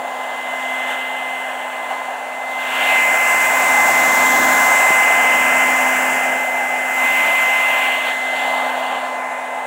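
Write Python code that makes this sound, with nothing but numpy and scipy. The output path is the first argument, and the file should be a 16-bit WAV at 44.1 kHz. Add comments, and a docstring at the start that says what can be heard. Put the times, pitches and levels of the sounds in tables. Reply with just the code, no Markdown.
"""In a room, a handheld hair dryer at nearly steady speed is turned and moved past a small microphone.
The rush of air is random noise shaped into layers: barrel roar, intake grille and fine hiss, which swell
as their side of the dryer comes near. The motor adds sine tones locked to its shaft: shaft, half-blade,
blade and commutator tones. There are also a mains hum and one soft knock on the microphone."""
import sys
import numpy as np
from scipy import signal
from scipy.io import wavfile
from scipy.ndimage import uniform_filter1d

SR = 44100
rng = np.random.default_rng(int(sys.argv[2]) if len(sys.argv) > 2 else 0)


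def wav_record(signal):
    """Record a signal, one row per channel, as 16-bit PCM in the file named by sys.argv[1]."""
    frames = np.transpose(np.atleast_2d(signal))
    bounded = np.clip(frames, -1, 1)
    # unit amplitude maps onto the largest positive 16-bit level
    quanta = np.round(bounded * 32767).astype(np.int16)
    wavfile.write(sys.argv[1], SR, quanta)


def voltage_ratio(level):
    """Linear amplitude factor for a level in decibels (scalar or array-like)."""
    return 10 ** (np.asarray(level, float) / 20)


N = 426006  # length in samples

BLADES = 8
MAINS_HZ = 100  # twice the mains frequency
BARREL_HZ = 773.5  # centre of the barrel roar
# middle levels of the changing curves, and middle pitch of the grille rush
MID_EDGE_DB, MID_GRILLE_DB, MID_SHAFT_DB, MID_GRILLE_HZ = -38, -32, -41, 2700

# Spectrum shapes that slide with their centre: (f / centre, level per Hz/dB)
# roar of the barrel
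BARREL_SHAPE = [(.13, -74), (.3, -26), (.48, -23), (.73, -7), (.91, -0.5), (1.04, 0.5), (1.17, -4),
                (1.3, -12.5), (1.6, -16.5), (6.5, -70)]
# rush at the intake grille
GRILLE_SHAPE = [(.3, -70), (.6, -30), (.76, -5.5), (.9, 1.5), (1.02, 3.5), (1.2, -3), (1.4, -19.5),
                (2.5, -74)]
# hiss of air at the edges
EDGE_SHAPE = [(.33, -60), (.58, -17), (.68, -10), (.8, -6), (.94, -1.5), (1.02, 0.5), (1.11, -4.5),
              (1.22, -24), (1.6, -50)]

# Spectrum shapes that stay in place: (f/Hz, level per Hz/dB)
# low rumble of the casing
RUMBLE_SHAPE = [(20, -22), (60, -21), (110, -16.5), (200, 1), (330, 2.5), (500, -5.5), (1500, -50)]
# roar between the barrel modes
BETWEEN_SHAPE = [(500, -30), (880, -6), (980, 0), (1200, -4.5), (1400, -10.5), (2200, -40)]
# upper part of the roar
UPPER_SHAPE = [(300, -70), (1000, -17), (1300, -4), (1450, -2.5), (1600, 3), (1850, -1), (2200, -9),
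               (3000, -44), (5000, -70)]
# narrow ring behind the grille
CAVITY_SHAPE = [(2300, -29), (2650, -10), (2820, 2), (3000, -8), (3500, -31)]
# shoulder above the grille rush
SHOULDER_SHAPE = [(1800, -62), (3100, 0), (3500, 3.5), (4000, -2.5), (4600, -6.5), (4900, -31), (7000, -62)]
# bright hiss above the edge hiss
BRIGHT_SHAPE = [(6000, -50), (8200, 1.5), (8900, 1.5), (10200, -0.5), (11000, -4.5), (12500, -19),
                (16000, -40)]
# finest hiss at the very top
FINEST_SHAPE = [(7000, -50), (10500, -2), (11500, 1), (13000, 0), (15000, 3), (15800, 5), (17000, 2)]

# Curves over time; levels are starting levels, before flutter and trims
# nearness of the dryer, heard as the edge hiss: (t/s, level/dB)
EDGE_LEVEL = [(0.0, -48.5), (0.5, -47.5), (0.66, -44.5), (0.9, -45), (1.05, -47.5), (1.44, -47), (1.7, -48),
              (2.3, -49), (2.56, -46), (2.91, -35), (3.31, -30.5), (3.84, -27.5), (4.81, -27), (5.14, -31),
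              (5.76, -31), (6.15, -33), (6.45, -39.5), (6.89, -39), (7.04, -35.5), (7.55, -36.5),
              (7.86, -39), (8.0, -41), (8.3, -43), (8.48, -41), (8.8, -46), (9.15, -47.5), (9.66, -49.5)]
# centre of the edge hiss: (t/s, f/Hz)
EDGE_CENTRE_HZ = [(0.0, 7330), (0.1, 7170), (1.05, 7660), (1.8, 7660), (1.94, 7250), (3.5, 7600),
                  (4.44, 7200), (4.84, 7620), (6.75, 7340), (7.21, 7500), (9.44, 7360), (9.66, 7430)]
# intake turning towards the microphone and away:
# (t/s, grille rush level/dB, grille rush centre f/Hz, shoulder level/dB)
INTAKE_FACING = [(0.0, -42.5, 2800, -51.5), (0.94, -34.5, 2880, -49), (1.69, -38, 2780, -53),
                 (1.94, -39.5, 2680, -50), (2.39, -41.5, 2610, -52), (2.5, -40.5, 2730, -47.5),
                 (2.77, -24, 2780, -42), (2.88, -21.5, 2700, -38), (2.93, -21, 2500, -38.5),
                 (3.12, -27, 2500, -46.5), (4.41, -31, 2410, -36), (4.76, -27, 2480, -41.5),
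                 (5.27, -25, 2530, -46), (6.19, -28, 2520, -51), (6.51, -34.5, 2600, -51),
                 (6.91, -33.5, 2570, -53), (7.05, -26, 2560, -42.5), (7.67, -25.5, 2590, -43.5),
                 (7.83, -23.5, 2710, -40.5), (8.04, -29.5, 2800, -43), (8.07, -28.5, 2740, -39),
                 (8.18, -37.5, 2890, -45), (8.42, -29.5, 2830, -40), (8.5, -34, 2820, -41.5),
                 (8.96, -33.5, 2840, -46), (9.09, -41, 2600, -48), (9.25, -39, 2340, -54.5),
                 (9.66, -41.5, 2580, -52)]
# barrel roar: (t/s, level/dB)
ROAR_LEVEL = [(0.0, -27), (0.75, -27.5), (1.2, -28.5), (1.5, -27.5), (2.6, -28), (2.85, -22), (3.4, -21.5),
              (3.9, -19), (6.0, -20.5), (6.85, -24.5), (7.5, -24), (7.8, -23), (8.2, -28), (8.45, -22.5),
              (8.9, -22.5), (9.3, -27.5), (9.66, -26.5)]
# finest hiss: (t/s, level/dB)
FINEST_LEVEL = [(0.0, -54), (0.1, -55), (0.94, -51), (2.39, -56), (2.91, -37.5), (3.66, -34), (4.6, -31.5),
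                (5.14, -36.5), (5.92, -36.5), (6.78, -46), (7.07, -37), (7.8, -40.5), (8.26, -50),
                (8.47, -47), (9.25, -59), (9.66, -59)]
# brief swells of the rush: (t/s, swell/dB, half width/s)
RUSH_PUFFS = [(.91, 3, .045), (1.92, 3.5, 0.023), (8.09, 2, 0.051)]
# motor speed, given as the blade tone before its small waver: (t/s, f/Hz)
BLADE_SPEED = [(0.0, 2053.7), (0.4, 2052.8), (0.6, 2056), (1.3, 2058.7), (1.55, 2052.4), (2.0, 2051.2),
               (2.3, 2053), (2.6, 2062.5), (2.72, 2061), (2.84, 2065), (3.0, 2060.5), (3.4, 2060.8),
               (4.0, 2056), (4.2, 2058.8), (4.4, 2057.4), (4.6, 2059.2), (5.15, 2054.6), (5.4, 2057.8),
               (6.4, 2058.4), (6.95, 2054.6), (7.3, 2057.5), (7.8, 2057.8), (8.1, 2052.6), (8.45, 2057.2),
               (8.85, 2054), (9.2, 2048), (9.66, 2049)]
# blade tone: (t/s, level/dB)
BLADE_LEVEL = [(0.0, -36.5), (0.7, -25), (1.45, -28), (1.53, -32.5), (1.99, -30.5), (2.18, -36.5),
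               (2.61, -25), (2.69, -28.5), (2.91, -15.5), (3.58, -18), (3.9, -15.5), (4.46, -17),
               (4.95, -14.5), (5.73, -18), (6.08, -21.5), (6.89, -23), (7.05, -17), (7.64, -17),
               (8.02, -23), (8.58, -23), (8.77, -30), (9.66, -33.5)]
# half-blade tone: (t/s, level/dB)
HALF_LEVEL = [(0.0, -33.5), (0.4, -36.5), (1.6, -37), (1.98, -32.5), (2.25, -44), (2.8, -31), (2.93, -30.5),
              (3.6, -26), (4.2, -25.5), (4.55, -23), (5.2, -27), (5.8, -26.5), (6.15, -34), (6.3, -43),
              (6.92, -51), (7.02, -32), (7.3, -32.5), (7.8, -28.5), (8.35, -45), (8.55, -31), (9.66, -36.5)]
# tone of the shaft's unbalance: (t/s, level/dB)
SHAFT_LEVEL = [(0.0, -46), (0.4, -46), (0.7, -41), (1.0, -44), (2.4, -48.5), (2.85, -41.5), (3.25, -45),
               (4.2, -34.5), (4.42, -29), (4.65, -38), (4.72, -43), (5.05, -41), (5.4, -34), (6.0, -33),
               (6.45, -39.5), (6.9, -41), (7.05, -37.5), (7.55, -46), (7.85, -42), (8.2, -43), (8.6, -38),
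               (9.25, -43.5), (9.66, -46)]

# Layers that follow nearness and facing:
# (level at the middle levels/dB, share of edge hiss change/dB per dB, share of grille rush change/dB per dB)
# upper roar
UPPER_FOLLOWS = (-27, .52, 0.21)
# casing rumble
RUMBLE_FOLLOWS = (-53.5, 0.76, .01)
# bright hiss
BRIGHT_FOLLOWS = (-44.5, 0.77, .06)

# faint high shaft tones from the commutator: (multiple of shaft speed, level relative to the edge hiss/dB)
COMMUTATOR_TONES = [(30, -21), (35, -21), (36, -26), (37, -28), (41, -29), (53, -31), (55, -30), (60, -22)]
# soft knock on the microphone: (t/s, envelope level/dB, f/Hz)
KNOCK = [(4.906, -14, 320)]


def evened(x):
    """Scales a signal to an rms of one."""
    return x / np.sqrt(np.mean(x ** 2) + 1e-20)


def read(points, at):
    """Reads a spectrum shape on a log frequency axis."""
    f, value = np.transpose(points)
    return np.interp(np.log(at + 1e-9), np.log(f), value)


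def follow(rows, t):
    """Reads all columns of a curve table at the times t."""
    s, *columns = np.transpose(rows)
    return [np.interp(t, s, column) for column in columns]


def wander(t, low_hz, high_hz):
    """Slow chance: sines of random phase, stronger when slow, with an rms of one."""
    total = 0
    for f in np.geomspace(low_hz, high_hz, num=30):
        total = total + np.sin(2 * np.pi * (f * t + rng.random())) / np.sqrt(f)
    return evened(total)


def stepped_wander(t, low_hz, high_hz):
    """The same slow chance, renewed only every 64 samples to save work."""
    return wander(t[::64], low_hz, high_hz).repeat(64)[:N]


def layer(shape_db, level_db, hz, band):
    """Power of one air layer, scaled so that its own band (Hz) carries level_db."""
    power = voltage_ratio(shape_db) ** 2
    inside = (hz > band[0]) & (hz < band[1])
    return power / (power * inside).sum(0) * voltage_ratio(level_db) ** 2


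def aim_level(law, t):
    """Level in dB of a layer that follows the nearness and facing of the dryer."""
    middle_db, near_share, facing_share = law
    near_db = follow(EDGE_LEVEL, t)[0] - MID_EDGE_DB
    facing_db = follow(INTAKE_FACING, t)[0] - MID_GRILLE_DB
    return middle_db + near_share * near_db + facing_share * facing_db


def roar_power(t, hz, puff_db):
    """Low air noise: the barrel favours some pitches, the casing rumbles below them."""
    barrel_db = follow(ROAR_LEVEL, t)[0] + 0.8 * puff_db + 0.34 * wander(t, 3, 25)
    upper_db = aim_level(UPPER_FOLLOWS, t) + puff_db
    # the casing rumble also rises with the shaft tone
    rumble_db = aim_level(RUMBLE_FOLLOWS, t) + 0.43 * (follow(SHAFT_LEVEL, t)[0] - MID_SHAFT_DB)
    # shadowed together with the half-blade tone
    between_db = 0.48 * follow(HALF_LEVEL, t)[0] + 0.55 * upper_db - 2.0
    roar = layer(read(BARREL_SHAPE, hz / BARREL_HZ), barrel_db, hz, (450, 980))
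    roar = roar + layer(read(RUMBLE_SHAPE, hz), rumble_db, hz, (110, 230))
    roar = roar + layer(read(UPPER_SHAPE, hz), upper_db, hz, (1150, 1950))
    return roar + layer(read(BETWEEN_SHAPE, hz), between_db, hz, (900, 1400))


def hiss_power(t, hz, puff_db):
    """High air noise: grille rush with a narrow ring behind it, edge hiss and finer hiss."""
    grille_db, grille_hz, shoulder_db = follow(INTAKE_FACING, t)
    edge_db, edge_hz = follow(EDGE_LEVEL, t)[0], follow(EDGE_CENTRE_HZ, t)[0]
    # the ring is stronger when the grille rush sits high
    cavity_db = grille_db - 10 + 0.0177 * (grille_hz - MID_GRILLE_HZ)
    hiss = layer(read(GRILLE_SHAPE, hz / grille_hz), grille_db + 0.4 * puff_db, hz, (2250, 3300))
    hiss = hiss + layer(read(CAVITY_SHAPE, hz), cavity_db, hz, (2250, 3300))
    hiss = hiss + layer(read(SHOULDER_SHAPE, hz), shoulder_db, hz, (3600, 4700))
    hiss = hiss + layer(read(EDGE_SHAPE, hz / edge_hz), edge_db, hz, (5600, 8600))
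    hiss = hiss + layer(read(BRIGHT_SHAPE, hz), aim_level(BRIGHT_FOLLOWS, t), hz, (8900, 11000))
    return hiss + layer(read(FINEST_SHAPE, hz), follow(FINEST_LEVEL, t)[0], hz, (11500, 15600))


def air():
    """Turbulent air: random short-time spectra, layers summed in power, patchy and gusty."""
    size, hop = 1024, 256  # samples
    frames = N // hop + 5
    t = np.arange(frames) * hop / SR
    hz = np.fft.rfftfreq(size, 1 / SR)[:, None]
    puff_db = sum(db * np.exp(-((t - s) / width) ** 2) for s, db, width in RUSH_PUFFS)
    roar = roar_power(t, hz, puff_db)
    hiss = hiss_power(t, hz, puff_db)

    # eddies at the grille flutter the whole treble together
    gust_db = 0.57 * puff_db + 0.28 * wander(t, 6, 30)
    # six random grids of frequency by time
    a, b, c, d, quick_patches, slow_patches = rng.standard_normal((frames, size // 2 + 1, 6)).T
    # slow and quicker random patches make the rush uneven across pitch and time
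    slow_patches = uniform_filter1d(uniform_filter1d(slow_patches, size=12, axis=0), size=120, axis=1)
    quick_patches = uniform_filter1d(uniform_filter1d(quick_patches, size=14, axis=0), size=14, axis=1)
    unevenness = voltage_ratio(0.63 * evened(quick_patches)) * voltage_ratio(0.53 * evened(slow_patches))

    low_spectrum = np.sqrt(roar) * (a + 1j * b)
    high_spectrum = np.sqrt(hiss) * voltage_ratio(gust_db) * (c + 1j * d)
    spectra = unevenness * np.array([low_spectrum, high_spectrum])
    low, high = signal.istft(spectra, nperseg=size, noverlap=size - hop)[1][:, :N]
    # torque pulses twice a mains cycle make the hiss throb
    throb = 1 + 0.03 * np.sin(2 * np.pi * MAINS_HZ * np.arange(N) / SR)
    return voltage_ratio(1.37) * (low + high * throb)


def motor():
    """Sine tones at multiples of one shaft speed, with the mains ripple as sideband and hum."""
    t = np.arange(N) / SR
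    edge_db = follow(EDGE_LEVEL, t)[0]
    blade_hz = follow(BLADE_SPEED, t)[0] + 0.3 * stepped_wander(t, 2.7, 7.7)
    turn = 2 * np.pi * np.cumsum(blade_hz / BLADES) / SR  # shaft angle in radians
    ripple = 2 * np.pi * MAINS_HZ * t

    # the level of the blade tone flutters a little
    blade_db = follow(BLADE_LEVEL, t)[0] + 0.48 * wander(t, 2, 12)
    sideband_db = -28 + 0.4 * (edge_db - MID_EDGE_DB)  # relative to the blade tone
    sideband = voltage_ratio(sideband_db) * np.sin(BLADES * turn + ripple)
    tones = voltage_ratio(blade_db) * (np.sin(BLADES * turn) + sideband)
    tones += voltage_ratio(follow(HALF_LEVEL, t)[0]) * np.sin(BLADES / 2 * turn)
    tones += voltage_ratio(follow(SHAFT_LEVEL, t)[0]) * np.sin(turn)
    # the hum carries only a short way, so it changes more than the hiss
    tones += voltage_ratio(1.2 * edge_db - 20) * np.sin(ripple)
    for order, db in COMMUTATOR_TONES:
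        tone_db = edge_db + db + 3 * stepped_wander(t, 0.3, 3)
        tones += voltage_ratio(tone_db) * np.sin(order * turn)
    return np.sqrt(2) * tones  # the levels are rms, a sine peaks higher


def bump():
    """A soft knock on the microphone: one short low cycle under a bell-shaped envelope."""
    out = np.zeros(N)
    for s, db, hz in KNOCK:
        since = np.arange(N) / SR - s
        envelope = voltage_ratio(db) * np.exp(-(since / 0.0017) ** 2)
        out -= envelope * np.cos(2 * np.pi * hz * since + 0.4)
    return out


def scene():
    """Adds air, motor and knock into one channel."""
    return (air() + motor() + bump())[None]


def low_pass(x):
    """Removes everything above the highest recorded frequency."""
    return signal.sosfilt(signal.butter(12, 16930, fs=SR, output="sos"), x)


def record(dry):
    """The small microphone rounds off the peaks and drops the deep bass; a steep filter ends the treble."""
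    ceiling = 1.35  # amplitude that peaks cannot pass
    rounded = ceiling * np.tanh(dry / ceiling)
    thinned = signal.lfilter(*signal.butter(2, 90 / (SR / 2), "high"), rounded)
    treble_limit = signal.firwin(1023, 15790, window=("kaiser", 9), fs=SR)  # Hz
    mix = signal.oaconvolve(thinned, treble_limit[None], "same")
    return low_pass(mix)


dry = scene()
out = record(dry)
wav_record(out)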